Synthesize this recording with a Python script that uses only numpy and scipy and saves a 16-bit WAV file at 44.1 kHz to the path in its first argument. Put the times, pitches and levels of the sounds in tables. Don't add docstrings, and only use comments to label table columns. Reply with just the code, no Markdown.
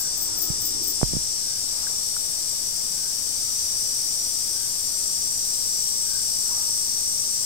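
import sys
import numpy as np
from scipy import signal
from scipy.fft import rfft, irfft
from scipy.io import wavfile
from scipy.ndimage import uniform_filter1d

SR = 44100
rng = np.random.default_rng(int(sys.argv[2]) if len(sys.argv) > 2 else 0)


def unload_audio(sound):
    columns = np.transpose(np.atleast_2d(sound))
    steps = np.round(np.clip(columns, -1, 1) * 32767)
    wavfile.write(sys.argv[1], SR, steps.astype(np.int16))


N = 328545
TIME = np.arange(N) / SR


def gain_of(db):
    return 10 ** (np.asarray(db) / 20)


def evened(x):
    return x / np.sqrt(np.mean(x ** 2) + 1e-20)


def read(points, hz):
    f, value = np.transpose(points)
    return np.interp(np.log(hz + 1), np.log(f + 1), value)


def curve(rows, column):
    columns = np.transpose(rows)
    return np.interp(TIME, columns[0], columns[column])


def band(x, lo_hz, hi_hz):
    return signal.sosfilt(signal.butter(2, [lo_hz, hi_hz], "bandpass", fs=SR, output="sos"), x)


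def port_noise():
    return rng.standard_normal((2, N))


def hiss(field_db):
    # f/Hz, left minus right level/dB
    ports = [(60, -3.5), (92, -1.5), (140, -3), (210, -2), (330, -3.5), (500, -2.5), (770, -3.5),
             (1170, -2.5), (1790, -2.5), (2740, -1.5), (4190, 1), (6410, 9.5), (9810, 13), (15000, 12)]
    hz = np.fft.rfftfreq(1024, 1 / SR)[:, None]
    t = np.arange(N // 256 + 5) * 256 / SR
    real, imaginary = rng.standard_normal((len(t), len(hz), 2, 2)).T
    left_power = 1 / (1 + gain_of(-2 * read(ports, hz)))
    port_gain = np.sqrt([left_power, 1 - left_power])
    spectrum = (real + 1j * imaginary) * port_gain * gain_of(field_db(hz, t))
    out = signal.istft(spectrum, nperseg=1024, noverlap=768)[1][:, :N]
    return out / np.sqrt(np.mean(out.mean(0) ** 2))


def foliage(x, spread_s=.008, ripple_db=1.5):
    steps, ripple = rng.standard_normal((2, 2, 2049))
    phase = np.cumsum(steps, 1) * 2 * np.pi * spread_s * np.sqrt(SR / 4096 * 60)
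    colour = gain_of(ripple_db * evened(uniform_filter1d(ripple, 3)))
    paths = np.fft.fftshift(irfft(colour * np.exp(1j * phase)), 1)
    return signal.oaconvolve(x, paths, "same", axes=1)


def stroke(turns, sharpness):
    return evened(np.exp(sharpness * (np.cos(2 * np.pi * turns) - 1)))


def whistle(s, length, from_hz, to_hz, db, pan_db, waver):
    progress = np.clip((TIME - s) / length, 0, 1)
    cycles = np.cumsum(from_hz + (to_hz - from_hz) * progress + waver) / SR
    tone = np.sin(np.pi * progress) * np.sin(2 * np.pi * cycles)
    return gain_of(db + np.array([[pan_db / 2], [-pan_db / 2]])) * 2 * tone


def near_singers():
    # rate/(strokes/s), drift/(strokes/s per s), rush/(extra strokes/s at the full-effort time),
    # sharpness of the stroke, least hoarseness as spread of a tone/Hz
    paces = [(58.72, .009, 0, .8, 1), (60.05, .057, 0, 1.4, 1.5), (57.12, -.035, 0, .9, 1.5),
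             (57.2, 0, .035, .9, 1), (55.85, .107, 1.9, .9, 1.2)]
    wing_tones = [
        [52, 64, 79, 92, 139],
        [83, 95],
        [81, 96],
        [119, 126, 131, 141, 145, 150, 154],
        [79, 91.82, 100.5, 104.33, 114.3, 142.55, 153.1],
    ]
    # left level/dB, right level/dB
    wing_levels = [
        [(-68, -64), (-62, -59), (-51, -51), (-39, -44), (-43, -57)],
        [(-40, -41), (-31, -33)],
        [(-54, -54), (-43, -40)],
        [(-46, -54), (-43, -51), (-35, -50), (-37, -52), (-38, -53), (-38, -54), (-39, -55)],
        [(-51, -53), (-40, -45), (-38, -40), (-36.5, -37.5), (-46, -50), (-38, -54), (-40, -57)],
    ]
    # rises from t/s, full at t/s, level before/dB, tires from t/s, level when tired/dB
    efforts = [(0, 1, 0, 6, 0), (0, 1, 0, 1.5, -3), (0, 2.5, -7, 3.9, -9), (3.5, 5.5, -6, 7, 0),
               (2.4, 3.6, -25, 4.4, -1)]
    return sum(singer(*parts) for parts in zip(paces, wing_tones, wing_levels, efforts))


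def singer(pace, tones, tone_db, effort, fade_db=1.3):
    settle_s, tiring_s = .66, .7
    hoarse_per_db, hoarse_per_rush = .4, 36
    rate, drift, rush, sharpness, hoarse_hz = pace
    rise_s, full_s, before_db, tire_s, tired_db = effort
    rush = rush * np.exp((full_s - np.maximum(TIME, rise_s)) / settle_s)
    effort_db = np.interp(TIME, [rise_s, full_s, tire_s, tire_s + tiring_s], [before_db, 0, 0, tired_db])
    turns = np.cumsum(rate + drift * TIME + rush) / SR
    spread_hz = hoarse_hz + hoarse_per_db * abs(effort_db) + hoarse_per_rush * rush
    slip = np.cumsum(rng.standard_normal(N) * np.sqrt(2 * np.pi * spread_hz / SR))
    fades = uniform_filter1d(rng.standard_normal((len(tones), 80)), 4)
    fades = [np.interp(TIME, np.arange(80) / 10, row) for row in gain_of(fade_db * evened(fades))]
    ringing = fades * np.cos(2 * np.pi * np.outer(tones, turns) + slip)
    wing = gain_of(tone_db).T @ ringing
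    return foliage(np.sqrt(2) * wing * stroke(turns, sharpness) * gain_of(effort_db))


def katydid(teeth_per_s=650):
    # t/s, level/dB
    calls = [(-.067, -26), (.168, -28), (.372, -24.5), (.606, -27.5), (.83, -27)]
    # delay/s, rise/s, base decay t60/s, level/dB
    strokes = [(0, 0.011, 0.13, -3), (.037, .02, 0.21, -0.5)]
    # f/Hz, width/Hz, level/dB, speed of decay, lead t/s
    wing_bands = [(14420, 700, -2, 0.87, 0), (13700, 1900, -6, 0.77, 0.006),
                  (12400, 2000, -12.5, 2.2, 0.021)]
    strikes = (rng.random((2, N)) < teeth_per_s / SR) * port_noise()
    teeth = strikes + 0.24 * port_noise()
    out = np.zeros((2, N))
    for hz, width, wing_db, speed, lead in wing_bands:
        drive = np.zeros(N)
        for s, db in calls:
            for after, rise, t60, part_db in strokes:
                t = TIME - s - after + lead
                decay_db = -60 * speed * np.maximum(t - rise, 0) / t60
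                drive += np.clip(t / rise, 0, 1) * gain_of(db + part_db + decay_db)
        out += gain_of(wing_db) * evened(band(teeth, hz - width / 2, hz + width / 2)) * drive
    return out * gain_of([[5], [-8]])


def place(out, s, sound, left_db):
    out[:, round(s * SR):][:, :len(sound)] += sound * gain_of([[left_db], [0]])


def without_treble(x):
    return signal.lfilter(*signal.butter(2, 2300, fs=SR), x)


def bumps():
    # t/s, level/dB, contact time/s
    bump_rows = [(.502, -12, 0.012), (1.0304, -2.5, 0.00053), (1.135, -14, 0.0015), (1.152, -15, 0.0061),
                 (1.167, -12.5, 0.0031)]
    case_hz, case_t60, snap_cycles = 124.5, 0.034, 0.46
    thump_hz, thump_t60, thump_db = 49.7, 0.28, -17
    out = np.zeros((2, N))
    t = np.arange(12000) / SR
    for s, db, contact_s in bump_rows:
        cycles = case_hz * t + snap_cycles * (1 - np.exp(-t / contact_s))
        swing = -np.sin(2 * np.pi * cycles) * gain_of(-60 * t / case_t60)
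        rock = np.sin(2 * np.pi * thump_hz * t) * gain_of(thump_db - 60 * t / thump_t60)
        place(out, s, (swing + rock) * gain_of(db), left_db=-35)
    return without_treble(out)


def ticks():
    # t/s, level/dB, f/Hz, decay t60/s, left minus right level/dB
    tick_rows = [(1.015, -12.5, 760, .008, -24), (1.869, -26.5, 1590, .03, -16),
                 (2.166, -26.5, 1400, 0.018, -7), (2.531, -36, 596, .018, -6)]
    out = np.zeros((2, N))
    t = np.arange(12000) / SR
    for s, db, hz, t60, pan_db in tick_rows:
        ring = -np.sin(2 * np.pi * hz * t) * gain_of(db - 60 * t / t60)
        place(out, s, ring, pan_db)
    return without_treble(out)


def rubbing():
    # t/s, rumble level/dB, creak level/dB, both before the port gains
    rub_rows = [(0.0, -53.5, -60), (0.176, -54, -58), (0.47, -55, -48), (0.594, -48, -53.5),
                (0.834, -49, -45), (1.004, -57, -56), (1.116, -41, -56), (1.35, -59, -68)]
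    rumble = evened(band(port_noise(), 28, 153)) * gain_of(curve(rub_rows, column=1))
    creak = evened(band(port_noise(), 266, 398)) * gain_of(curve(rub_rows, column=2))
    rub = rumble * gain_of([[-8], [5]]) + creak * gain_of([[1.5], [2.5]])
    return rub * (TIME < rub_rows[-1][0])


def rustling():
    # t/s, length/s, level at the height of the swell/dB
    rustle_rows = [(-.2, 1.0, -51), (1.65, 0.37, -49.5), (6.42, 0.3, -51)]
    leaves = evened(band(port_noise(), 500, 1400))
    return sum(leaves * gain_of(db) * np.sin(np.pi * np.clip((TIME - s) / length, 0, 1))
               for s, length, db in rustle_rows)


def bird(waver_hz=20):
    # t/s, level/dB
    phrases = [(-.1, -56.5), (1.4, -61.5), (2.92, -59.5), (4.5, -62), (6.04, -56)]
    # delay/s, length/s, from f/Hz, to f/Hz, level/dB
    notes = [(0, 0.21, 1570, 1566, 2.5), (0.351, 0.151, 1450, 1338, -4), (0.503, .15, 1290, 1260, -2)]
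    waver = waver_hz * evened(uniform_filter1d(rng.standard_normal(N), 900))
    out = sum(whistle(s + after, length, from_hz, to_hz, db + note_db, pan_db=6.5, waver=waver)
              for s, db in phrases for after, length, from_hz, to_hz, note_db in notes)
    return foliage(out, spread_s=0.011)


def warble():
    # t/s, length/s, from f/Hz, to f/Hz, level/dB
    glides = [(6.491, 0.044, 835, 1174, -55), (6.507, 0.046, 1150, 850, -52),
              (6.544, 0.051, 1150, 1280, -56), (6.558, .065, 730, 880, -56), (6.675, 0.034, 915, 935, -53)]
    return sum(whistle(*row, pan_db=0.0, waver=0) for row in glides)


def thin_lines(x, lines_db=3.5):
    spectrum = signal.stft(x, nperseg=4096)[2]
    lines = uniform_filter1d(rng.standard_normal(spectrum.shape[1:]), 18, axis=1)
    out = signal.istft(spectrum * gain_of(lines_db * evened(lines)), nperseg=4096)[1][:, :N]
    return evened(out) * np.sqrt(np.mean(x ** 2))


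def far_chorus(patchy_db=.8):
    # f/Hz, relative level/dB per Hz
    colour = [(1760, -55), (3100, -27.5), (3700, -18.5), (4000, -20), (4500, -11), (5100, -6), (5750, -5),
              (6100, -7), (6750, -12.5), (7300, -4.5), (8300, -3), (10800, -18.5), (12600, -16.5),
              (14700, -19), (15900, -26)]
    # t/s, level/dB
    swell_rows = [(0.05, -34.5), (2.32, -31.5), (6.74, -30), (7.4, -31.5)]
    # f/Hz, share of the swell
    follows = [(3000, 0.13), (5500, 0.6), (6700, 0.16), (8000, 0.44), (13000, 1.65)]
    # f/Hz, share
    rasp = [(3000, .02), (5000, .03), (6300, .2), (8000, .04), (12000, .11), (15000, .09)]

    def field_db(hz, t):
        patches = uniform_filter1d(rng.standard_normal((len(t), len(hz))), 40, 0)
        patches = uniform_filter1d(patches, 5, 1).T
        swell = np.interp(t, *np.transpose(swell_rows)) - np.mean(swell_rows, 0)[1]
        return read(colour, hz) + read(follows, hz) * swell + patchy_db * evened(patches)

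    blur = thin_lines(hiss(field_db))
    share = np.clip(read(rasp, np.fft.rfftfreq(N, 1 / SR)), 0, 1)
    throbbing = irfft(rfft(blur) * share, N)
    beat = stroke(56.5 * TIME, 1.1)
    return gain_of(-29.8) * (blur + throbbing * (beat / beat.mean() - 1))


def night_air():
    # f/Hz, relative level/dB per Hz
    colour = [(8.8, -28), (15, 2), (22, 1.5), (85, -5), (577, -13), (759, -13.5), (1140, -16), (1580, -19),
              (1690, -18.5), (3500, -18), (4550, -52), (7700, -120)]
    return gain_of(-47.5) * hiss(lambda hz, t: read(colour, hz) + 0 * t)


def scene():
    near = near_singers() + katydid()
    handling = bumps() + ticks() + rubbing() + rustling()
    far = bird() + warble() + far_chorus() + night_air()
    return near + handling + far


def record(dry):
    edge_hz, offset = 15850, -.0027
    low_pass = signal.firwin(511, edge_hz, window=("kaiser", 9), fs=SR)
    return signal.oaconvolve(dry, low_pass[None], "same") + offset


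dry = scene()
out = record(dry)
unload_audio(out)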